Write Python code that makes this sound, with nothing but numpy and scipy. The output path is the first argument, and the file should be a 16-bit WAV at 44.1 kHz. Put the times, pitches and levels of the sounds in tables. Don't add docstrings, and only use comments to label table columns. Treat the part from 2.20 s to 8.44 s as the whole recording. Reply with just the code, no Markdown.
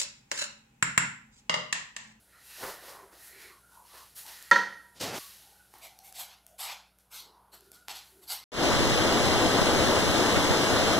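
import sys
import numpy as np
from scipy import signal
from scipy.fft import rfft, irfft, next_fast_len
from scipy.io import wavfile
from scipy.ndimage import uniform_filter1d, minimum_filter1d, map_coordinates

SR = 44100
rng = np.random.default_rng(int(sys.argv[2]) if len(sys.argv) > 2 else 0)


def unload_wav(signal):
    wavfile.write(
        sys.argv[1],
        SR,
        np.round(np.clip(np.atleast_2d(signal).T, -1, 1) * 32767).astype(np.int16),
    )


N = 275202
FFT_SIZE = next_fast_len(N, True)
TIME = np.arange(N) / SR
FREQ = np.maximum(np.fft.rfftfreq(FFT_SIZE, 1 / SR), 1)

# middle in seconds, length in seconds,
# level in dB, pitch that stands out in Hz.
WALL_PRESSES = [(0.171, 0.11, -68, 1900), (0.364, 0.13, -60.5, 2720), (0.627, 0.25, -63.5, 1840),
                (1.057, 0.1, -65.5, 1900), (1.233, 0.16, -59, 2210), (1.777, 0.048, -65.5, 1750),
                (2.213, 0.27, -63.5, 1900)]
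# frequency in Hz, relative level in dB.
THUD_COLOUR = [(100, -17.5), (220, -15.5), (350, -4), (700, -2.5), (1300, -6), (1900, -8.5), (3000, -25)]


def stirring():
    # time in seconds, level in dB.
    turns = [
        [(0.0, -73), (0.08, -77.5), (0.416, -47.5), (0.502, -47.5), (0.6, -59.5), (0.696, -51.5), (0.9, -76.5)],
        [(0.9, -91), (0.932, -63.5), (1.054, -60.5), (1.156, -63.5), (1.22, -55), (1.3, -61), (1.45, -80)],
        [(1.45, -79), (1.456, -85), (1.548, -67), (1.628, -81), (1.66, -64), (1.786, -55), (1.94, -67)],
        [(1.94, -72), (1.97, -54.5), (1.994, -50.5), (2.046, -59.5), (2.082, -50), (2.302, -59.5), (2.305, -52)],
    ]
    # peak time in seconds, hiss level in dB, rise in seconds, fade in seconds,
    # crumb level in dB relative to the hiss. A fade time (t60) is how long a sound takes to drop 60 dB.
    spills = [(.3, -54.5, 0.11, 0.68, -19), (1.08, -52.5, 0.15, 0.49, -22), (1.57, -63.5, 0.13, 1.4, -19),
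              (1.981, -45, 0.04, 0.5, -16), (2.97, -46.5, 0.036, 1.2, -3.5), (3.56, -62.5, 0.068, 0.88, -3),
              (4.799, -70, .02, 0.39, -6), (5.46, -68, 0.059, .6, -6), (5.88, -62, .1, 1.02, -15)]
    # frequency in Hz, relative level in dB.
    dough_colour = [(300, -15.5), (700, -6), (1300, -1.5), (2500, -4), (5000, 4.5), (8000, -0.5),
                    (10500, 4), (12500, 4), (14000, 0.5), (15500, -6)]
    # pitch in Hz, width in Hz, boost in dB.
    bowl_peaks = [(1853, 188, 5.5), (2860, 970, 6), (4070, 870, 3.5)]
    crumbs = grains(per_s=4000, spread_db=2, smooth_db=3)
    low, middle, high = rubbing(crumbs, colour(dough_colour, bowl_peaks), body_hz=2370, edge_hz=6250)
    effort = from_db(np.interp(TIME, *np.vstack(turns).T, right=-150))
    fine = together(surge(s, db, rise_s, t60) for s, db, rise_s, t60, _ in spills)
    coarse = together(surge(s, db + crumb_db, rise_s, t60) for s, db, rise_s, t60, crumb_db in spills)
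    pressed = together(from_db(db) * hump(s, length) for s, length, db, _ in WALL_PRESSES)
    drag = low * together([from_db(-8) * effort, from_db(-6) * coarse, from_db(-3) * pressed])
    rustle = middle * together([from_db(-2) * effort, coarse])
    flour_hiss = high * together([from_db(0.5) * effort, fine])
    return drag + rustle + flour_hiss


def flopping():
    # peak time in seconds, level in dB, rise in seconds, fade in seconds.
    flops = [(0.437, -35.5, 0.014, 0.095), (.48, -39, 0.12, 0.36), (.69, -52.5, 0.25, 1.3),
             (.925, -56.5, 0.018, 0.37), (1.745, -58.5, 0.024, 0.24), (5.347, -55.5, 0.03, .15)]
    lumps = shaped(grains(per_s=310, spread_db=5.5, smooth_db=11), colour(THUD_COLOUR))
    return lumps * together(surge(*flop) for flop in flops)


def wall_singing():
    # pitch in Hz, half width in Hz, relative level in dB.
    wall_bands = [(1440, 91.6, -1), (1877, 130, 3), (2500, 260, -8.5), (4100, 250, -3)]
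    slips = grains(per_s=400, spread_db=4, smooth_db=5.5)
    wall = shaped(slips, sum(from_db(db) * resonance(hz, width) for hz, width, db in wall_bands))
    out = np.zeros(N)
    for s, length, db, hz in WALL_PRESSES:
        note = from_db(-3) * shaped(slips, resonance(hz, half_width_hz=150))
        out += from_db(db) * hump(s, length) * (wall + note)
    return out


def knock(twin_ratio=1.011, twin_db=-9):
    # time in seconds, relative clack and ring levels in dB.
    bounces = [(2.3125, 0, 0), (2.3585, -4.5, -13), (2.412, -20, -27), (2.468, -29, -38), (2.523, -31, -42)]
    # pitch in Hz, relative level in dB, fade in seconds.
    bowl_tones = [(190, -12, .3), (303, -14.5, .3), (516, -13.5, .35), (538, -14, .33), (558, -5, 0.27),
                  (713, -17.5, 0.36), (949, -6, .26), (960, 4, .27), (1014, -7, 0.38), (1349, 0, 0.3),
                  (1365, 5.5, .25), (1438, -5, .3), (1495, -3.5, .28), (1550, -5, .36), (1650, -5, .28),
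                  (1690, 0.5, .28), (1750, -3, .28), (1816, -7, .4), (1846, 4.5, .28), (1895, -2.5, .42),
                  (1950, -13.5, .36), (2040, -8, .27), (3044, -20, .25), (3575, -5.5, .24),
                  (4230, -14, .36), (4380, -14.5, .36)]
    handle_tones = [(1380, -5, .075), (1690, -7, .04), (1880, 2, .075)]
    # frequency in Hz, relative level in dB.
    clang_colour = [(60, -57), (140, -25.5), (190, -11), (230, -11.5), (320, -8), (540, -6), (660, -16.5),
                    (900, -2.5), (1130, -13.5), (1400, -7), (1950, -8.5), (2300, -8.5), (2800, -15.5),
                    (4400, -14), (6200, -15), (8000, -28.5), (15000, -36)]
    # pitch in Hz, width in Hz, boost in dB.
    clang_peaks = [(3123, 250, 8), (3660, 81, 4.5), (4340, 320, 8), (6200, 500, 3)]
    times, clack_db, ring_db = np.transpose(bounces)
    twins = [(hz * twin_ratio, db + twin_db, t60) for hz, db, t60 in bowl_tones]
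    bowl = struck(clicks_at(times, from_db(ring_db - 25)), list(bowl_tones) + twins, rise_s=0.03)
    handle = struck(clicks_at(times, from_db(clack_db - 7)), handle_tones, rise_s=0.01)
    ringing = signal.sosfilt(signal.butter(4, 130, "high", fs=SR, output="sos"), bowl + handle)
    crack = from_db(-28) * dying(times[0], t60=0.03) * noise(resonance(5700, half_width_hz=3000))
    clang_gain = together(from_db(db - 28) * dying(s, t60=0.35) for s, db in zip(times, clack_db))
    return ringing + crack + clang_gain * noise(colour(clang_colour, clang_peaks))


def shove(start_s=2.795, stop_s=2.984):
    # peak time in seconds, level in dB, rise in seconds, fade in seconds.
    swells = [(2.775, -58, 0.038, 1.0), (2.817, -35, 0.025, 0.5), (2.955, -43, 0.048, 0.91)]
    # frequency in Hz, relative level in dB.
    counter_colour = [(45, -34), (70, -16), (100, 6.5), (160, 4.5), (400, 7), (700, 6.5), (1200, 0.5),
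                      (2500, -1.5), (4800, 0), (7000, -5), (9000, -9.5), (12500, -8), (15500, -19)]
    grit = grains(per_s=900, spread_db=-2, smooth_db=7.5)
    low, middle, high = rubbing(grit, colour(counter_colour), body_hz=2770, edge_hz=8800)
    swell_gain = together(surge(*swell) for swell in swells)
    rumble = low * together([from_db(-39) * rising(start_s, rise_s=0.052), from_db(-3.5) * swell_gain])
    rasp = (middle + from_db(-8.5) * high) * swell_gain
    return (rumble + rasp) * falling(stop_s, t60=0.028)


def scraping(dulling_db_per_s=43, squeak_width_share=0.099):
    # start in seconds, length in seconds, scrape level in dB, edge hiss in dB, low body in dB,
    # squeak pitch in Hz, squeak in dB, whistle pitch in Hz. Hiss, body and squeak are relative to scrape.
    strokes = [(3.602, 0.069, -54.5, 2.5, -6.5, 2280, -3.5, 12650),
               (3.821, .078, -62, 8.5, -6, 2170, -5.5, 14100),
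               (3.932, 0.055, -49, 0.5, -21, 2220, -7, 14100),
               (3.97, 0.047, -45.5, 5.5, -2, 2170, -27, 12300),
               (4.067, 0.073, -60.5, -6, 1, 4500, -7, 12500),
               (4.375, 0.083, -44, 3.5, -3, 2310, -13, 11200),
               (4.439, 0.091, -45.5, -4, 0.5, 2450, -5, 12400),
               (4.897, 0.066, -56.5, 5.5, 0, 1554, -10, 14100),
               (4.919, 0.088, -50.5, 2, -9, 4230, -2, 12900),
               (5.311, 0.036, -58, 5.5, -4, 4320, -0.5, 14000),
               (5.512, 0.049, -62.5, 4, -5, 4400, -14, 12300),
               (5.671, 0.045, -45, -3.5, -2.5, 2446, -11, 11700),
               (5.733, .035, -47.5, -0.5, -10, 4440, -2, 12600),
               (6.007, 0.033, -63, 8.5, 1.5, 4430, -5, 12500), (6.064, .045, -50, 7, -3, 4700, 6.5, 12600),
               (6.087, 0.047, -42, 6.5, -1.5, 4230, -3.5, 12000)]
    # frequency in Hz, relative level in dB.
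    steel_colour = [(200, -37), (450, -10.5), (750, 2), (1700, -4), (3000, 0.5), (5500, 0), (7000, -5.5),
                    (10000, -3.5), (13000, -10), (15500, -15.5)]
    # pitch in Hz, width in Hz, boost in dB.
    spoon_peaks = [(804, 180, 3.5), (1360, 460, 8.9), (2090, 170, 9), (3080, 60, 0.85), (7820, 430, 5.8),
                   (11350, 270, 6.5), (12500, 660, 9.8), (14100, 440, 8.6)]
    slips = wall_echo(grains(per_s=3000, spread_db=4, smooth_db=3))
    low, middle, high = rubbing(slips, colour(steel_colour, spoon_peaks), body_hz=2810, edge_hz=6940)
    chatter = wall_echo(grains(per_s=880, spread_db=7, smooth_db=10))
    bodies, scrapes, edges, squeals = [], [], [], 0
    for s, length, db, edge_db, body_db, squeak_hz, squeak_db, whistle_hz in strokes:
        scrape = from_db(db) * stroke(s, length, tail_t60=0.38)
        dulling_db = dulling_db_per_s * np.clip(TIME - s, 0, length)
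        edge = from_db(db + edge_db - dulling_db) * stroke(s, length, tail_t60=0.25)
        squeak = shaped(chatter, resonance(squeak_hz, squeak_hz * squeak_width_share))
        whistle = shaped(chatter, resonance(whistle_hz, half_width_hz=190))
        squeals += from_db(squeak_db) * scrape * squeak + from_db(-5.5) * edge * whistle
        bodies.append(from_db(body_db) * scrape)
        scrapes.append(scrape)
        edges.append(edge)
    return low * together(bodies) + middle * together(scrapes) + high * together(edges) + squeals


def stroke(s, length, tail_t60):
    lift_off = falling(s + length, t60=0.095)
    tail = from_db(-2.5) * falling(s + length, tail_t60)
    return rising(s, rise_s=0.039) * np.maximum(lift_off, tail)


def wall_echo(x, near_s=0.00026, far_s=0.001082, sway=0.23, near_db=-11, far_db=-8):
    out = x.copy()
    sway_times = np.arange(0, N / SR + 1, 0.12)
    for usual_s, db in ((near_s, near_db), (far_s, far_db)):
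        delay_s = np.interp(TIME, sway_times, usual_s * (1 + sway * rng.standard_normal(len(sway_times))))
        out += from_db(db) * map_coordinates(x, [np.arange(N) - delay_s * SR], order=3)
    return rms_one(out)


def taps(snap_band_hz=(900, 5500)):
    # time in seconds, base level in dB, dB added for the thud, dB added for the snap.
    contacts = [(0.6853, -39, -4, -4), (1.964, -43, -21, -4), (2.0648, -35.5, -6, -9),
                (2.2256, -32, -28, -8.5), (3.5385, -44, 10, -3), (3.5848, -41, -22, -2),
                (3.7894, -34.5, -22, -6), (3.925, -32, -24.5, -3), (4.2657, -37, -22.5, -1),
                (4.7865, -46, -30, -10), (5.4076, -42, -6, -3), (5.5173, -35, -9, -2),
                (5.6835, -32, 0, 23.5), (5.756, -40, -13, -4)]
    # frequency in Hz, relative level in dB.
    tick_colour = [(300, -18.5), (1500, -8.5), (4500, 5), (8000, 5), (12000, 12), (15500, -2.5)]
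    times, base_db, thud_db, snap_db = np.transpose(contacts)
    band = signal.butter(2, snap_band_hz, "band", fs=SR, output="sos")
    snap = signal.sosfilt(band, clicks_at(times, from_db(base_db + snap_db)))
    tick_gain = sum(from_db(db - 5) * dying(s, t60=0.008) for s, db in zip(times, base_db))
    thud_gain = sum(from_db(db - 9) * dying(s, t60=0.018) for s, db in zip(times, base_db + thud_db))
    return snap + tick_gain * noise(colour(tick_colour)) + thud_gain * noise(colour(THUD_COLOUR))


def hollow_tones():
    # middle in seconds, length in seconds, pitch in Hz, width in Hz, level in dB.
    tones = [(0.163, 0.052, 1330, 200, -64), (.689, 0.11, 548, 50, -59), (0.778, .1, 1022, 238, -51.5),
             (0.833, 0.063, 400, 34.6, -57.5), (1.232, .16, 387, 70, -60.5), (1.343, 0.072, 1100, 202, -61),
             (1.506, .14, 1420, 150, -66), (1.598, 0.1, 970, 172, -57.5), (1.783, .11, 1070, 340, -55.5),
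             (2.093, 0.082, 840, 182, -57), (3.045, .08, 1138, 70, -62), (3.306, .14, 824, 115, -66),
             (3.415, 0.088, 1486, 68, -65.5), (3.654, 0.036, 700, 111.4, -55),
             (3.792, 0.31, 778, 108, -63.5), (3.998, 0.069, 750, 118, -55),
             (4.344, 0.113, 656, 88.8, -64.5), (5.08, 0.098, 400, 113.4, -65.5),
             (5.142, 0.31, 954, 372, -63.5), (5.467, 0.17, 388, 70, -67), (5.573, 0.15, 1430, 90, -66),
             (6.005, 0.13, 374.5, 89, -65)]
    out = np.zeros(N)
    for s, length, hz, width, db in tones:
        band = resonance(hz, width / 2) + from_db(-19) * resonance(hz, width * 1.5)
        out += from_db(db) * noise(band) * hump(s, length)
    return out


def kitchen_echo(x, dull_above_hz=6500, gap_s=0.0091):
    tail = rng.standard_normal(N) * dying(gap_s, t60=0.6)
    tail = signal.sosfilt(signal.butter(1, dull_above_hz, fs=SR, output="sos"), tail[:SR])
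    return signal.fftconvolve(x, tail / np.linalg.norm(tail))[:N]


def background(air_dip_share=0.3):
    # pitch in Hz, level in dB.
    hum_tones = [(58.9, -75), (108, -93), (120, -86.5), (189, -79.5)]
    # frequency in Hz, relative level in dB.
    hiss_colour = [(500, -15.5), (2000, -12), (4000, -9.5), (8000, -3), (10500, 2), (12500, -3),
                   (15500, -15)]
    air_colour = [(25, -22), (50, -8), (70, -3.5), (110, -1.5), (190, -10.5), (300, -9.5), (550, -8),
                  (800, -7.5), (1150, -19.5), (1450, -5.5), (1800, -20.5), (3500, -18.5), (8000, -27.5),
                  (10700, -11), (15500, -26)]
    hum = sum(from_db(db) * np.sqrt(2) * np.sin(2 * np.pi * (hz * TIME + rng.random()))
              for hz, db in hum_tones)
    dip_db = -15.5 * hump(s=4.95, length=1.3)
    hiss = from_db(-68 + dip_db) * noise(colour(hiss_colour))
    air = from_db(-67 + air_dip_share * dip_db) * noise(colour(air_colour))
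    return hum + hiss + air


def grains(per_s, spread_db, smooth_db):
    sizes = from_db(spread_db * np.minimum(rng.exponential(1, N), 4)) * rng.choice([-1, 1], N)
    slips = rms_one(sizes * (rng.random(N) < per_s / SR))
    return slips + from_db(smooth_db) * rng.standard_normal(N)


def rubbing(slips, gain, body_hz, edge_hz):
    body = 1 / (1 + (FREQ / body_hz) ** 10)
    edge = 1 / (1 + (edge_hz / FREQ) ** 10)
    return [shaped(slips, gain * part) for part in (body, 1 - body - edge, edge)]


def struck(blows, tones, rise_s):
    return sum(from_db(db) * (ring(blows, hz, t60) - ring(blows, hz, rise_s)) for hz, db, t60 in tones)


def ring(clicks, hz, t60):
    decay, angle = from_db(-60 / (t60 * SR)), 2 * np.pi * hz / SR
    return signal.lfilter([0, np.sin(angle)], [1, -2 * decay * np.cos(angle), decay ** 2], clicks + 1e-18)


def clicks_at(times, gains):
    out = np.zeros(N)
    out[np.round(times * SR).astype(int)] = gains
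    return out


def colour(points, peaks=()):
    points_hz, points_db = np.transpose(points)
    curve_db = np.interp(np.log(FREQ), np.log(points_hz), points_db)
    peaks_db = sum(db / (1 + (2 * (FREQ - hz) / width) ** 2) for hz, width, db in peaks)
    return from_db(curve_db + peaks_db)


def resonance(hz, half_width_hz):
    return 1 / (1 + ((FREQ - hz) / half_width_hz) ** 2)


def shaped(x, gain):
    return rms_one(irfft(rfft(x, FFT_SIZE) * gain, FFT_SIZE)[:N])


def noise(gain):
    return shaped(rng.standard_normal(N), gain)


def rising(s, rise_s):
    return np.sin(np.pi / 2 * np.clip((TIME - s) / rise_s, 0, 1)) ** 2


def falling(s, t60):
    return np.exp(-np.log(1000) * np.clip((TIME - s) / t60, 0, 10))


def dying(s, t60):
    return (TIME >= s) * falling(s, t60)


def surge(s, db, rise_s, t60):
    return from_db(db) * rising(s - rise_s, rise_s) * falling(s, t60)


def hump(s, length):
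    return 1 / (1 + ((TIME - s) / (length * 0.6)) ** 4)


def together(gains):
    return np.sqrt(sum(gain ** 2 for gain in gains))


def from_db(db):
    return 10 ** (np.asarray(db) / 20)


def rms_one(x):
    return x / np.sqrt(np.mean(x ** 2) + 1e-20)


def scene():
    blow, ticks = knock(), taps()
    room = kitchen_echo(from_db(-17) * blow + from_db(-2) * ticks)
    dough = stirring() + flopping() + wall_singing()
    mix = dough + blow + ticks + room + scraping() + shove() + hollow_tones() + background()
    return np.tile(mix, (2, 1))


def record(dry, ceiling=0.95, cutoff_hz=15650):
    # centre in Hz, half width in Hz,
    # share added on the left and taken from the right.
    side_bands = [(1880, 380, -.28), (9830, 470, .25)]
    side_gain = sum(share * np.exp(-((FREQ - hz) / width) ** 2) for hz, width, share in side_bands)
    side = irfft(rfft(dry[0], FFT_SIZE) * side_gain, FFT_SIZE)[:N]
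    heard = dry + np.array([side, -side])
    allowed_gain = np.minimum(1, ceiling / (np.abs(heard).max(axis=0) + 1e-9))
    smooth_gain = uniform_filter1d(minimum_filter1d(allowed_gain, size=101), size=101)
    treble_cut = signal.ellip(12, 0.1, 80, cutoff_hz, fs=SR, output="sos")
    return signal.sosfilt(treble_cut, heard * smooth_gain)


dry = scene()
out = record(dry)
unload_wav(out)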